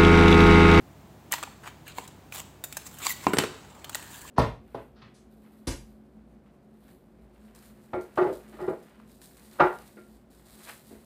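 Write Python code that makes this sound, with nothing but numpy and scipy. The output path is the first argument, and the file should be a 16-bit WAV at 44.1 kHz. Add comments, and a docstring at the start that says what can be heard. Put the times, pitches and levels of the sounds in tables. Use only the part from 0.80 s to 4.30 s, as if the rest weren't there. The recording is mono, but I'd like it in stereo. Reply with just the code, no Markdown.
"""Workbench in a small, faintly humming room: aluminium foil tape is worked by hand with a small steel tool, close by.
Snaps are noise bursts with an after-ring, rustles are showers of tiny slips, loose flaps ring at wavering pitches.
The tool scrapes out of the foil, something bumps the bench and the tool clatters down: bursts plus damped modes.
Fingers then press the tape: a few more snaps, and band noise as one smooths it. A diffuse noise tail is the room."""
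import sys
import numpy as np
from scipy import signal
from scipy.fft import rfft, irfft, next_fast_len
from scipy.io import wavfile
from scipy.ndimage import uniform_filter1d, map_coordinates

SR = 44100
rng = np.random.default_rng(int(sys.argv[2]) if len(sys.argv) > 2 else 0)


def put_to_file(sound):
    """Save the sound as 16-bit audio at rate SR, in the file named by the first command-line argument."""
    columns = np.atleast_2d(sound).T  # one column per channel
    safe = np.clip(columns, -1, 1)
    whole_steps = np.round(safe * 32767)
    wavfile.write(sys.argv[1], SR, whole_steps.astype(np.int16))


N = 154350

# left-right likeness of the diffuse sound: (frequency [Hz], likeness [0-1])
AIR_LIKENESS = [(100, 0.89), (400, 0.64), (1500, 0.037), (8000, 0.048)]
# bench top modes: (frequency [Hz], level [dB], t60 [s])
BENCH_MODES = [(127, -10, 0.19), (164.4, -5, 0.27), (231, -5, 0.08), (265, -4, 0.2), (298, -4.5, 0.17),
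               (362, 2, .26), (400, 1, 0.17), (419, 0, 0.17), (477, -4.5, 0.15), (521, -9, 0.2),
               (658, -13, 0.24), (815, -11, .2)]
# foil spectrum: (frequency [Hz], level [dB])
FOIL_SPECTRUM = [(60, -50), (200, -10.5), (450, -7), (1000, 2.5), (1450, -0.5), (2000, -3), (3000, -1),
                 (4300, 0.5), (5700, -3), (7300, 6), (9000, -1.5), (10500, -3.5), (15000, 2.5)]

FOIL_LAG_S, BENCH_LAG_S = 0.00009, 0.00037  # left ear of the recorder lags
FOIL_SPREAD, BENCH_PAN_DB = 0.68, -4  # pan: left over right
BENCH_DB = -16  # bench ring re the blow
SPIKE_DB = -5.5  # first jolt of a crack re the burst that follows


def amp(db):
    """Decibels to gain."""
    return 10 ** (np.asarray(db) / 20)


def unit(x):
    """Scale to rms 1."""
    return x / np.sqrt(np.mean(x ** 2) + 1e-20)


def along(points, hz):
    """Interpolate (Hz, value) points on a log frequency axis."""
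    f, v = np.transpose(points)
    return np.interp(np.log(hz + 1), np.log(f), v)


def fade(t, t60):
    """Exponential decay, 60 dB in t60 seconds."""
    return np.exp(-np.log(1000) * t / max(t60, 1e-4))


def wander(knots, position):
    """Smooth random curve through the knots, one knot per unit of position."""
    return map_coordinates(knots, [position], mode="mirror")


def pan_gain(pan_db):
    """Left and right gains for a left-over-right level difference."""
    return amp([[pan_db / 2], [-pan_db / 2]])


def add(out, s, x):
    """Mix x in at time s."""
    i = max(round(s * SR), 0)
    out[:, i:i + x.shape[-1]] += x[..., :max(N - i, 0)]


def tone(base, body_db, clang_db, air_db):
    """A material's spectrum, tilted for one contact."""
    tilt = [(1000, body_db), (2500, clang_db), (5500, 0), (8000, 0), (12000, air_db)]
    return lambda hz: along(base, hz) + along(tilt, hz)


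def radiate(pair, colour, lag_s, pan_db, spread, size=8192):
    """Two excitations become a stereo sound with a causal colour, the left side lagging."""
    m = next_fast_len(pair.shape[1] // 2 + size // 2) * 2
    hz = np.fft.rfftfreq(m, 1 / SR)
    z = rfft(pair, m)
    smooth_power = np.abs(uniform_filter1d(np.abs(z) ** 2, len(hz) // 20, axis=1)) + 1e-12
    # minimum phase: fold the cepstrum of the wanted gain onto positive time
    cepstrum = irfft(np.log(amp(colour(hz)) / np.sqrt(smooth_power)), m)
    cepstrum[:, 1:m // 2] *= 2
    cepstrum[:, m // 2 + 1:] = 0
    a, b = z * np.exp(rfft(cepstrum))
    side = spread * b * hz / (hz + 250)  # the bass reaches both sides alike
    ears = np.array([a + side, a - side])
    ears[0] *= np.exp(-2j * np.pi * hz * lag_s)
    return irfft(ears, m) * pan_gain(pan_db)


def crack(colour, t60, lag_s, pan_db, spread, ring_db, spike_db):
    """A jolt, a sharp burst and a short dense after-ring, rms 1 over the blow."""
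    attack_s, sheet_t60_s, blow_s = 0.00026, 0.087, 0.004
    t = np.arange(SR // 8) / SR
    decay = fade(t, t60) + amp(ring_db) * fade(t, sheet_t60_s)
    x = rng.standard_normal((2, len(t))) * decay * (1 - np.exp(-t / attack_s))
    x[0, round(attack_s * SR)] += amp(spike_db) * np.linalg.norm(x[0])
    x = radiate(x, colour, lag_s, pan_db, spread)
    return x / np.sqrt(np.mean(x[:, :round(blow_s * SR)] ** 2))


def ring(modes, lag_s, pan_db):
    """Damped modes of alternating sign, each struck a little harder or softer every time."""
    t = np.maximum(np.arange(SR // 2) / SR - np.array([[lag_s], [0]]), 0)
    x = np.zeros_like(t)
    for k, (hz, db, t60) in enumerate(modes):
        strength = (-1) ** k * amp(db + rng.normal())
        x += strength * fade(t, t60) * np.sin(2 * np.pi * hz * t)
    return x * pan_gain(pan_db)


def room_noise():
    """Steady low rush plus hum partials whose phases drift."""
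    # rush spectrum: (frequency [Hz], relative level [dB])
    rush_spectrum = [(25, -11), (45, 0), (65, -6), (140, -1), (250, -1), (370, -4), (470, -9), (800, -7.5),
                     (1300, -14), (2000, -18), (3500, -22.5), (5500, -26.5), (7400, -25), (10000, -31),
                     (15500, -27.5)]
    # hum partials: (frequency [Hz], level [dB])
    hum_partials = [(66, -61), (97, -61), (143, -61.5), (197, -69)]
    rush_db, drift_rad, drift_per_s = -51.5, 0.73, 10
    hz, t = np.fft.rfftfreq(N, 1 / SR), np.arange(N) / SR
    turn = np.arccos(np.clip(along(AIR_LIKENESS, hz), -1, 1)) / 2
    noise = rfft(rng.standard_normal((2, N))) * amp(along(rush_spectrum, hz))
    mid, side = irfft(noise * [np.cos(turn), np.sin(turn)], N)
    rush = amp(rush_db) * unit(np.array([mid + side, mid - side]))
    hum = np.zeros(N)
    for f, db in hum_partials:
        drift = drift_rad * wander(rng.standard_normal(64), t * drift_per_s)
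        hum += amp(db) * np.sqrt(2) * np.sin(2 * np.pi * f * t + drift)
    return (rush + hum) * pan_gain(-1.8)


def room(x):
    """A short diffuse tail of decaying noise, most alike on both sides in the bass."""
    # reverberation: (frequency [Hz], t60 [s])
    room_t60 = [(150, 0.45), (1000, 0.5), (4000, 0.57), (8000, 0.51), (15000, 0.45)]
    # tail spectrum: (frequency [Hz], level [dB])
    room_colour = [(150, -10), (1000, -9.5), (3000, -9), (7500, -11), (15000, -14)]
    build_up_s = 0.0042
    hz, t, z = signal.stft(rng.standard_normal((2, SR)), SR, nperseg=256)
    alike = np.clip(along(AIR_LIKENESS, hz), 0, 1)[:, None]
    z[1] = alike * z[0] + np.sqrt(1 - alike ** 2) * z[1]
    decay = np.exp(-np.log(1000) * t / np.maximum(along(room_t60, hz), 0.02)[:, None])
    energy_norm = np.sqrt(SR * np.mean(decay ** 2, axis=1, keepdims=True))
    gain = amp(along(room_colour, hz))[:, None] / energy_norm
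    tail = signal.istft(z * decay * gain, SR, nperseg=256)[1]
    tail *= 1 - np.exp(-np.arange(tail.shape[1]) / SR / build_up_s)
    return signal.fftconvolve(x, tail, axes=1)[:, :N]


def bench_bumps():
    """Soft blows: a dull burst, and the bench top's modes ring."""
    # blows: (time [s], level [dB])
    bumps = [(1.184, -31.5), (2.468, -10.5)]
    # bump spectrum: (frequency [Hz], level [dB])
    bump_spectrum = [(25, -25), (60, -10.5), (130, -9.5), (290, 3.5), (620, -6), (1030, 6.5), (1350, -8.5),
                     (1700, -13), (2700, -10.5), (3500, -25.5), (7000, -29), (15000, -51)]
    bump_t60_s, bump_ring_db = 0.014, -5
    out = np.zeros((2, N))
    for s, db in bumps:
        thump = crack(lambda hz: along(bump_spectrum, hz), bump_t60_s, lag_s=0.0002,
                      pan_db=BENCH_PAN_DB, spread=0.58, ring_db=-22, spike_db=5)
        add(out, s, amp(db) * thump)
        add(out, s, amp(db + BENCH_DB + bump_ring_db) * ring(BENCH_MODES, BENCH_LAG_S, BENCH_PAN_DB))
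    return out


def bench_knocks():
    """Hollow knocks: one damped bench mode each."""
    # knocks: (time [s], pitch [Hz], level [dB])
    thuds = [(1.185, 473, -36.5), (2.491, 205, -25), (2.571, 138, -26), (2.622, 363, -26.5)]
    thud_t60_s = 0.06
    out = np.zeros((2, N))
    for s, hz, db in thuds:
        add(out, s, amp(db) * ring([(hz, 0, thud_t60_s)], BENCH_LAG_S, BENCH_PAN_DB))
    return out


def tool_clatter():
    """The steel tool lands, rocks and bounces; each hit rings the modes of bench and tool."""
    # hits: (time [s], level [dB], body at 1 kHz [dB], clang at 2.5 kHz [dB], air at 12 kHz [dB],
    #        t60 [s], left over right [dB])
    hits = [(2.5341, -15.5, 20.3, 14, 2.5, 0.048, -1.5), (2.5699, -22, 9.9, 8.8, -29, 0.0085, -6),
            (2.5851, -11.5, 1.8, 2.5, -6.5, 0.024, 0), (2.599, -24, 9.4, 9.5, -14, .05, -4.5),
            (2.6367, -22, 12.8, 7.3, -9, 0.032, 0.5)]
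    # steel spectrum: (frequency [Hz], level [dB])
    steel_spectrum = [(25, -10), (70, -8.5), (380, 5), (650, -4), (1300, 1), (2500, -6.5), (4200, -3),
                      (6000, -8), (8000, -6), (11000, -10.5), (15500, -9)]
    # tool modes: (frequency [Hz], level [dB], t60 [s])
    tool_modes = [(1192, -3, .15), (1332, -4, .28), (1447, -5, .28), (4188, -9, .15), (7490, -5, .17),
                  (8127, 0, 0.14), (11280, -4, 0.1), (11735, -5, .13)]
    tool_db = -22  # tool ring re the hit
    out = np.zeros((2, N))
    for s, db, body, clang, air, t60, pan in hits:
        colour = tone(steel_spectrum, body, clang, air)
        hit = crack(colour, t60, BENCH_LAG_S, pan, spread=0.67, ring_db=-26, spike_db=SPIKE_DB)
        add(out, s, amp(db) * hit)
        add(out, s, amp(db + BENCH_DB) * ring(BENCH_MODES, BENCH_LAG_S, BENCH_PAN_DB))
        add(out, s, amp(db + tool_db) * ring(tool_modes, BENCH_LAG_S, pan))
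    return out


def smoothing():
    """A finger smooths the tape: steady friction sings softly in two resonances of the taut tape."""
    # one pass: (start [s], end [s], level [dB])
    start, end, db = (3.16, 3.5, -53.5)
    # tape resonances: (frequency [Hz], width [Hz], level [dB])
    tape_resonances = [(950, 120, -2), (1710, 300, -1.5)]
    hz, t = np.fft.rfftfreq(N, 1 / SR), np.arange(N) / SR
    body = sum(amp(level) / (1 + ((hz - f) / width * 2) ** 2) for f, width, level in tape_resonances)
    a, b = irfft(rfft(rng.standard_normal((2, N))) * body, N)
    force = np.clip(np.minimum(t - start, end - t) / 0.01, 0, 1)  # 10 ms ramps
    return amp(db) * force * unit(np.array([a + FOIL_SPREAD * b, a - FOIL_SPREAD * b]))


def foil_flaps():
    """A freed flap of foil rings briefly at one wavering pitch until the fingers damp it."""
    # flaps: (time [s], pitch [Hz], level [dB], t60 [s])
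    flaps = [(.528, 1960, -20, 0.026), (.537, 929, -29.5, 0.053), (.628, 1190, -25, 0.014),
             (0.6342, 1310, -27.5, 0.02), (.675, 822, -39, 0.046), (0.876, 1290, -29.5, 0.011),
             (1.0674, 1660, -44.5, 0.052), (1.5238, 2420, -31, 0.016), (2.267, 1095, -22, 0.027),
             (2.294, 2090, -30, 0.039), (2.304, 1946, -24, 0.041), (3.147, 1932, -26.5, 0.033),
             (3.452, 1050, -36, 0.021)]
    pitch_wander, wander_per_s = 0.025, 300  # relative
    rise_over_t60 = 0.016
    out, t = np.zeros((2, N)), np.arange(SR // 8) / SR
    for s, hz, db, t60 in flaps:
        waver = pitch_wander * wander(rng.standard_normal(64), t * wander_per_s)
        phase = 2 * np.pi * hz * (np.cumsum(1 + waver) / SR - np.array([[FOIL_LAG_S], [0]]))
        envelope = (1 - np.exp(-t / (rise_over_t60 * t60))) * fade(t, t60)
        add(out, s, amp(db) * np.sqrt(2) * envelope * np.sin(phase))
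    return out


def shifting(x):
    """The sheet's resonances come and go as it bends: a random gain field over frequency and time."""
    depth_db, spacing_hz, life_s = 3.5, 469, 0.0226
    hz, t, z = signal.stft(x, SR, nperseg=256)
    grid = np.meshgrid(hz / spacing_hz, t / life_s, indexing="ij")
    field = map_coordinates(rng.standard_normal((96, 96)), grid, mode="mirror")
    return signal.istft(z * amp(depth_db * field), SR, nperseg=256)[1]


def foil_rustle():
    """Thousands of tiny slips a second excite the sheet while it is rubbed or bent."""
    # strokes: (start [s], rise [s], hold [s], fall [s], level [dB],
    #           body at 1 kHz [dB], clang at 2.5 kHz [dB], air at 12 kHz [dB])
    strokes = [(0.509, 0.013, 0.018, 0.033, -30, 5, 11, -3),
               (0.799, 0.067, 0.013, 0.054, -41.5, 12.5, 10, -8),
               (1.054, 0.014, 0.012, 0.098, -43, 3, 10.5, -10), (1.139, 0.039, 0.0085, 0.16, -42, 5, 6, -6),
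               (1.513, 0.028, 0.062, 0.021, -35.5, 2, 3.5, -2.5),
               (1.875, 0.045, 0.66, 0.081, -50, 1, 7.5, -0.5),
               (2.041, 0.028, 0.0043, 0.016, -36, -3, -3, -5),
               (2.168, 0.075, 0.036, 0.017, -31.5, 2, 7.5, -5),
               (2.243, 0.019, 0.0073, 0.0053, -22, -1.5, 3, -8),
               (2.251, 0.035, 0.038, 0.01, -27, -7, 0.5, 1.5),
               (2.35, 0.079, 0.056, 0.082, -41.5, 4, 6.5, -10), (2.54, 0.054, 0.039, 0.062, -35, 9, 16, -6),
               (2.681, 0.033, 0.54, 0.33, -54, 11, 6, -11.5),
               (3.109, 0.0088, 0.15, 0.21, -47, -0.5, 5, -4.5), (3.283, 0.029, 0.1, 0.15, -43, -5, 0, -3),
               (3.446, 0.029, 0.014, 0.054, -43.5, -11, 5, -9)]
    slips_per_s, slip_spread_db = 6000, 3
    range_db, pan_db = 22, -1
    flutter_db, flutter_per_s = 2.1, 150  # the rubbing catches and lets go
    out = np.zeros((2, N))
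    for s, rise, hold, fall, db, body, clang, air in strokes:
        n = round((rise + hold + fall) * SR)
        t = np.arange(n) / SR
        slip_sizes = (rng.random(n) < slips_per_s / SR) * amp(slip_spread_db * rng.standard_normal(n))
        slips = slip_sizes * rng.standard_normal((2, n))
        rubbed = radiate(slips, tone(FOIL_SPECTRUM, body, clang, air), FOIL_LAG_S, pan_db, FOIL_SPREAD)
        rubbed = unit(shifting(rubbed)[:, :n])
        force_db = np.interp(t, np.cumsum([0, rise, hold, fall]), [-range_db, 0, 0, -range_db])
        catch_db = flutter_db * wander(rng.standard_normal(256), t * flutter_per_s)
        add(out, s, amp(db + force_db + catch_db) * rubbed)
    return out


def crumpled(colour):
    """Add the chance resonances of the sheet's present shape to a spectrum."""
    depth_db, spacing_hz = 4.5, 279
    knots = rng.standard_normal(256)
    return lambda hz: colour(hz) + depth_db * wander(knots, hz / spacing_hz) * hz / (hz + 500)


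def foil_snaps():
    """Each crease buckles at once and shakes the sheet."""
    # creases: (time [s], level [dB], body at 1 kHz [dB], clang at 2.5 kHz [dB], air at 12 kHz [dB],
    #           t60 [s], left over right [dB])
    creases = [(0.5222, -16, -42, -6, -1.5, 0.0032, 0.5), (0.5273, -30.5, -2, 17, -15, 0.028, 11),
               (0.5372, -23.5, 7.5, 12, -12, 0.033, -4), (0.582, -37, 13, 13, -10, 0.075, 0),
               (0.628, -32, -5, 3, -11, 0.025, -1), (0.633, -33.5, 20, 18, 0, 0.014, -4),
               (0.6357, -31, 11, 6.5, -14, 0.015, -4.5), (0.874, -40.5, 5, 13, -16, 0.05, 1),
               (1.079, -36.5, -1, 16, 3.5, 0.031, -2), (1.184, -30.5, 15, 16, -4, 0.016, -2.5),
               (1.277, -39.5, -12, -4, -7, 0.027, -0.5), (1.523, -34.5, 7, 16, 0, 0.017, -6),
               (1.839, -25.5, 4.5, 0, 0, 0.049, -2), (1.9254, -31, -4, 7.5, -3.5, 0.028, -2),
               (1.9692, -24.5, 1.5, -2, -5.5, 0.028, 1), (2.186, -35.5, -1, -22, -2, 0.035, 1),
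               (2.267, -19, -4, 3.5, -25, 0.014, -1), (3.044, -33.5, 5.5, 9, -5, 0.032, -4.5),
               (3.095, -31.5, 6, -3, -5, 0.019, -4), (3.147, -25, -30, -6, -18, 0.0068, -2),
               (3.149, -34, 12, 4, 0, 0.014, -13), (3.153, -24, 5, 7, -0.5, 0.013, -2.5)]
    sheet_db = -28  # after-ring re the burst
    out = np.zeros((2, N))
    for s, db, body, clang, air, t60, pan in creases:
        colour = crumpled(tone(FOIL_SPECTRUM, body, clang, air))
        snap = crack(colour, t60, FOIL_LAG_S, pan, FOIL_SPREAD, sheet_db, SPIKE_DB)
        add(out, s, amp(db) * snap)
    return out


def scene():
    """Foil and bench sounds, the room's answer and its noise."""
    foil = foil_snaps() + foil_flaps() + foil_rustle() + smoothing()
    near = foil + bench_bumps() + bench_knocks() + tool_clatter()
    return near + room(near) + room_noise()


def record(dry):
    """The microphone loses the deep bass; the recorder clips at full scale, then cuts above its band limit."""
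    mic_low_hz, top_hz = 57, 15850
    thin = signal.sosfilt(signal.butter(3, mic_low_hz, "highpass", fs=SR, output="sos"), dry)
    m = next_fast_len(N + SR // 2)
    low_pass = 1 / (1 + (np.fft.rfftfreq(m, 1 / SR) / top_hz) ** 200)
    return irfft(rfft(np.clip(thin, -1, 1), m) * low_pass, m)[:, :N]


dry = scene()
out = record(dry)
put_to_file(out)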